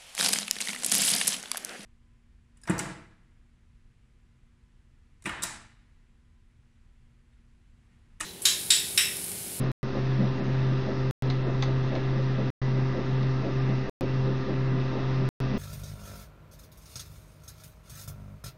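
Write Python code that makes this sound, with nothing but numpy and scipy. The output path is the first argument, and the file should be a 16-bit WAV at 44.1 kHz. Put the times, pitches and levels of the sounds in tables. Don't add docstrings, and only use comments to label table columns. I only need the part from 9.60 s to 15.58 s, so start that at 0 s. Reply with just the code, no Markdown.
import sys
import numpy as np
from scipy import signal
from scipy.fft import rfft, irfft, next_fast_len
from scipy.io import wavfile
from scipy.ndimage import uniform_filter1d

SR = 44100
rng = np.random.default_rng(int(sys.argv[2]) if len(sys.argv) > 2 else 0)


def volts_from_db(level):
    exponent = np.asarray(level, float) / 20
    return 10 ** exponent


def int16_out(signal):
    q = np.round(np.clip(np.atleast_2d(signal).T, -1, 1) * 32767)
    wavfile.write(sys.argv[1], SR, q.astype(np.int16))


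N = 263718

MOTOR_HZ = 130.575


def motor():
    # (multiple of motor tone, level/dB, wobble/dB)
    overtones = [(.456, -55.5, 4), (0.483, -48.5, -0.5), (.63, -56, 5.5), (2, -41.5, 1.5), (3, -40.5, 1),
                 (4, -48.5, 1)]
    # (f/Hz, level/dB)
    whines = [(1045, -58), (1175, -58), (1307, -60), (1697, -61), (1984, -60)]
    t_s = kitchen_time(np.arange(N) / SR)
    turn_rad = 2 * np.pi * MOTOR_HZ * t_s
    jitter_rad = 0.11 * walk(18.0)
    out = np.imag(beating(t_s) * np.exp(1j * (turn_rad + jitter_rad)))
    for multiple, level_db, wobble_db in overtones:
        drift_rad = 2 * np.pi * rng.random() + 0.02 * multiple * walk(11.0)
        level = volts_from_db(level_db + wobble_db * walk(9))
        out += level * np.sin(multiple * turn_rad + drift_rad)
    for hz, level_db in whines:
        level = volts_from_db(level_db + 3 * walk(14))
        out += level * np.sin(2 * np.pi * hz * t_s + 0.7 * walk(14))
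    return np.sqrt(2) * out


def beating(t_s):
    # (t/s, depth/dB, level of the swell that follows/dB)
    sags = [(.335, -12.5, -25), (.795, -10, -24.5), (1.3, -12.5, -26), (1.9, -3, -25), (2.342, -7, -25.5),
            (2.826, -2.5, -25), (3.395, -10, -25), (3.87, -8, -25.5), (4.28, -14, -26), (4.862, -12, -26),
            (5.362, -8, -25.5), (5.978, -13.5, -26.5)]
    beat_s, first_swell_db = 0.54, -26
    hurry = 0.31
    s, depth_db, swell_db = np.array(sags).T
    sag_s = np.r_[kitchen_time(s[0]) - beat_s, kitchen_time(s)]
    weak_share = (1 - volts_from_db(depth_db)) / (1 + volts_from_db(depth_db))
    share = np.interp(t_s, sag_s[1:], weak_share)
    angle = np.interp(t_s, sag_s, np.pi * (1 + 2 * np.arange(len(sag_s))))
    angle = angle - hurry * np.sin(angle)
    middle_s = sag_s + np.r_[np.diff(sag_s), beat_s] / 2
    level = volts_from_db(np.interp(t_s, middle_s, np.r_[first_swell_db, swell_db]))
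    return level * (1 + share * np.exp(1j * angle)) / (1 + share)


def cabinet():
    # (f/Hz, width/Hz, level/dB)
    body_modes = [(172, 7.6, -2), (202.8, 18, 1.5), (203.4, 20, 0), (233.8, 21, -6)]
    door_modes = [(262.7, 48, 1), (290, 11, -3.5), (306, 17, 0.5), (330.8, 14, 1.5), (358.4, 22, 0.5)]
    panel_modes = [(440, 25, -1), (517.8, 19, -0.5), (550, 27, 2.5), (633.5, 60, 1.5), (707.4, 56, -4.5),
                   (775, 50, -8)]
    out = 0
    for push_db, modes in zip(pushes(), (body_modes, door_modes, panel_modes)):
        shake = ringing(rng.standard_normal(N), modes)
        power = uniform_filter1d(shake ** 2, size=2200)
        out = out + volts_from_db(push_db - 1.5) * shake / (0.15 + power) ** 0.4
    return out


def pushes():
    # (t/s, cabinet knock/dB, door/dB, panel rattle/dB)
    bumps = [(0.041, -27.5, -41, -38), (0.365, -35, -33.5, -36), (0.621, -22, -35.5, -34),
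             (.805, -31, -35.5, -39), (.875, -34, -38.5, -43.5), (1.1, -30.5, -36, -42),
             (1.294, -32.5, -34.5, -33.5), (1.67, -42, -37, -42), (1.875, -37, -32.5, -35),
             (2.09, -42, -35.5, -40.5), (2.35, -37, -33, -31.5), (2.589, -35, -40.5, -38),
             (2.802, -30.5, -34, -35), (3.17, -32, -37, -40), (3.378, -32.5, -34.5, -33.5),
             (3.62, -32, -47, -47), (3.86, -33, -33, -34), (4.1, -32, -36, -37), (4.425, -33, -32.5, -34.5),
             (4.68, -32, -33.5, -38), (4.897, -32, -32, -36), (5.15, -29.5, -36, -46),
             (5.36, -33.5, -37, -36), (5.61, -30.5, -41, -43.5), (5.94, -28.5, -50, -38.5)]
    lags_s = [0., .015, .002]
    rumbles_db = [-42, -41.5, -49.5]
    rise_s, fall_s = 0.027, 0.029
    step = 64
    t_s = kitchen_time(np.arange(0, N + step, step) / SR)
    s, *peaks = np.array(bumps).T
    out = []
    for peak_db, lag_s, rumble_db in zip(peaks, lags_s, rumbles_db):
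        late_s = t_s[:, None] - kitchen_time(s) - lag_s
        swell = np.exp(-(late_s / np.where(late_s < 0, rise_s, fall_s)) ** 2)
        level_db = 10 * np.log10(volts_from_db(2 * rumble_db) + swell @ volts_from_db(2 * peak_db))
        out.append(np.interp(np.arange(N) / step, np.arange(len(t_s)), level_db))
    return out


def cracks():
    # (t/s, peak/dB, snap f/Hz, floor part/dB, splinter part/dB)
    pellets = [(1.7005, -24.5, 3780, -11, -26), (1.7045, -32, 2200, 1.5, -30), (1.7095, -40, 4500, -5, -30),
               (2.0242, -21.5, 3960, -6, -10.5), (2.0284, -29, 2200, 4, -11),
               (2.0354, -29, 4300, -0.5, -20.5), (2.3527, -30.5, 2980, -8, -34.5),
               (2.362, -34, 2400, 5, -37), (3.629, -37, 3500, 0, -24), (5.185, -37, 2580, -6, -31),
               (5.2, -37.5, 2870, -10, -32), (5.214, -38, 2380, -6, -33), (.04, -39, 4500, -19.5, -16.5)]
    # (f/Hz, width/Hz, level/dB)
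    floor_modes = [(800, 110, 1), (1100, 200, 0), (1950, 400, -2)]
    # (f/Hz, width/Hz, level/dB)
    splinter_modes = [(5900, 700, 0)]
    room_t60_s, room_db = 0.2, -5
    out = np.zeros(N + SR)
    t_s = np.arange(SR // 5) / SR
    for s, peak_db, snap_hz, floor_db, splinter_db in pellets:
        decay = np.exp(-t_s / 0.0015) + 0.25 * np.exp(-t_s / 0.012)
        burst = rng.standard_normal(len(t_s)) * decay
        burst[0] += 3.0
        hit = unit_peak(ringing(burst, [(snap_hz, 1600, 0)]))
        hit = hit + volts_from_db(floor_db) * unit_peak(ringing(burst, floor_modes))
        hit = hit + volts_from_db(splinter_db) * unit_peak(ringing(burst, splinter_modes))
        start = int(s * SR)
        out[start:start + len(t_s)] += volts_from_db(peak_db) * hit
    out = signal.sosfilt(signal.butter(6, 5800, fs=SR, output="sos"), out)
    room = rng.standard_normal(len(t_s)) * volts_from_db(-60 * t_s / room_t60_s)
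    tail = signal.fftconvolve(out, room / np.linalg.norm(room))
    return out[:N] + volts_from_db(room_db) * tail[:N]


def fan():
    # (f/Hz, level per Hz/dB)
    hiss = [(20, -6), (55, -17), (100, -14.5), (136, -9), (177, -15.5), (255, -11.5), (341, -16.5),
            (468, -22), (850, -26.5), (1460, -29.5), (3900, -34), (6050, -42), (6800, -54), (8200, -75.5)]
    # (f/Hz, width/Hz, level/dB)
    housing_modes = [(691, 16, -2), (712, 16, -2), (800, 25, -3), (910, 18, -1), (955, 18, -2),
                     (1003, 25, -1), (1085, 40, -3), (1150, 30, -3), (1209, 16, 1), (1300, 25, -5),
                     (1342, 18, -3), (1453, 25, -6), (1582, 20, -4), (1650, 30, -7), (1745, 25, -7),
                     (1825, 28, -3), (1945, 25, -6), (1990, 36, -5), (2090, 50, -5), (2600, 50, -7),
                     (2740, 50, -7), (4000, 300, -10)]
    hiss_db, housing_db = -38, -45.0
    size = next_fast_len(N)
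    hz = np.fft.rfftfreq(size, 1 / SR)[1:]
    hiss_hz, density_db = np.array(hiss).T
    colour = volts_from_db(np.interp(np.log(hz), np.log(hiss_hz), density_db))
    air = 0
    swell = walk(3.4)
    for mid_hz in 20 * 2 ** np.arange(0, 9.1, 0.5):
        band = np.exp(-0.5 * (np.log2(hz / mid_hz) / 0.21) ** 2)
        spectrum = rfft(rng.standard_normal(size)) * np.r_[0, colour * band]
        noise = irfft(spectrum, size)[:N]
        air = air + noise * volts_from_db(0.52 * swell + 1.2 * walk(12))
    pulse = 1 + 0.12 * np.sin(2 * np.pi * MOTOR_HZ * np.arange(N) / SR)
    housing = ringing(rng.standard_normal(N), housing_modes)
    return pulse * (volts_from_db(hiss_db) * unit(air) + volts_from_db(housing_db) * housing)


def ringing(x, modes):
    out = 0
    for hz, width_hz, db in modes:
        b, a = signal.iirpeak(hz, hz / (1.5 * width_hz), fs=SR)
        twice = signal.lfilter(b, a, signal.lfilter(b, a, x))
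        out = out + volts_from_db(db) * unit(twice)
    return unit(out)


def walk(rate_hz):
    hold = int(SR / rate_hz)
    steps = np.repeat(rng.standard_normal(N // 200), hold)[:N]
    return 1.3 * uniform_filter1d(uniform_filter1d(steps, hold), hold)


def unit(x):
    return x / np.sqrt(np.mean(x ** 2))


def unit_peak(x):
    return x / np.abs(x).max()


def running():
    start, length, every = 5153, 4992, 61440
    return (np.arange(N) - start) % every >= length


def kitchen_time(s):
    return np.interp(s, np.arange(N) / SR, np.cumsum(running()) / SR)


def scene():
    return (motor() + cabinet() + fan() + cracks())[None]


def low_pass(x):
    return signal.sosfilt(signal.butter(12, 15900, fs=SR, output="sos"), x)


def record(dry):
    # (t/s, length/s, depth in bands: 1 or 2)
    dropouts = [(.55, .18, 1), (.8, .035, 2), (1.02, .155, 1), (1.681, .015, 2), (1.83, .035, 2),
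                (2.13, .035, 1), (2.194, .034, 1), (2.3, .04, 1), (2.52, .09, 1), (2.654, .06, 1),
                (2.771, .032, 1), (3.075, .1, 1), (3.542, .057, 1), (3.63, .05, 1), (3.99, .075, 1),
                (3.991, .016, 2), (4.033, .014, 2), (4.1, .055, 1), (4.64, .12, 1), (5.08, .13, 1),
                (5.6, .06, 1), (5.821, .03, 1), (5.905, .03, 1)]
    frame, offset = 576, -0.01457
    depth = np.zeros(N)
    for s, length_s, bands in dropouts:
        span = slice(int(s * SR), int((s + length_s) * SR))
        depth[span] = np.maximum(depth[span], bands)
    below = []
    for edge_hz in (5650, 6200, 6800, 7900):
        lowpass = signal.ellip(10, 0.1, 70, edge_hz, fs=SR, output="sos")
        below.append(signal.sosfiltfilt(lowpass, dry))
    top_power = uniform_filter1d((below[3] - below[2]) ** 2, frame)
    crack = top_power > 6 * np.median(top_power)
    out = below[0]
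    for low, high, sent in zip(below, below[1:], (depth < 2, depth < 1, crack)):
        out = out + (high - low) * uniform_filter1d(1.0 * sent, frame // 2)
    return low_pass((out + offset) * running())


dry = scene()
out = record(dry)
int16_out(out)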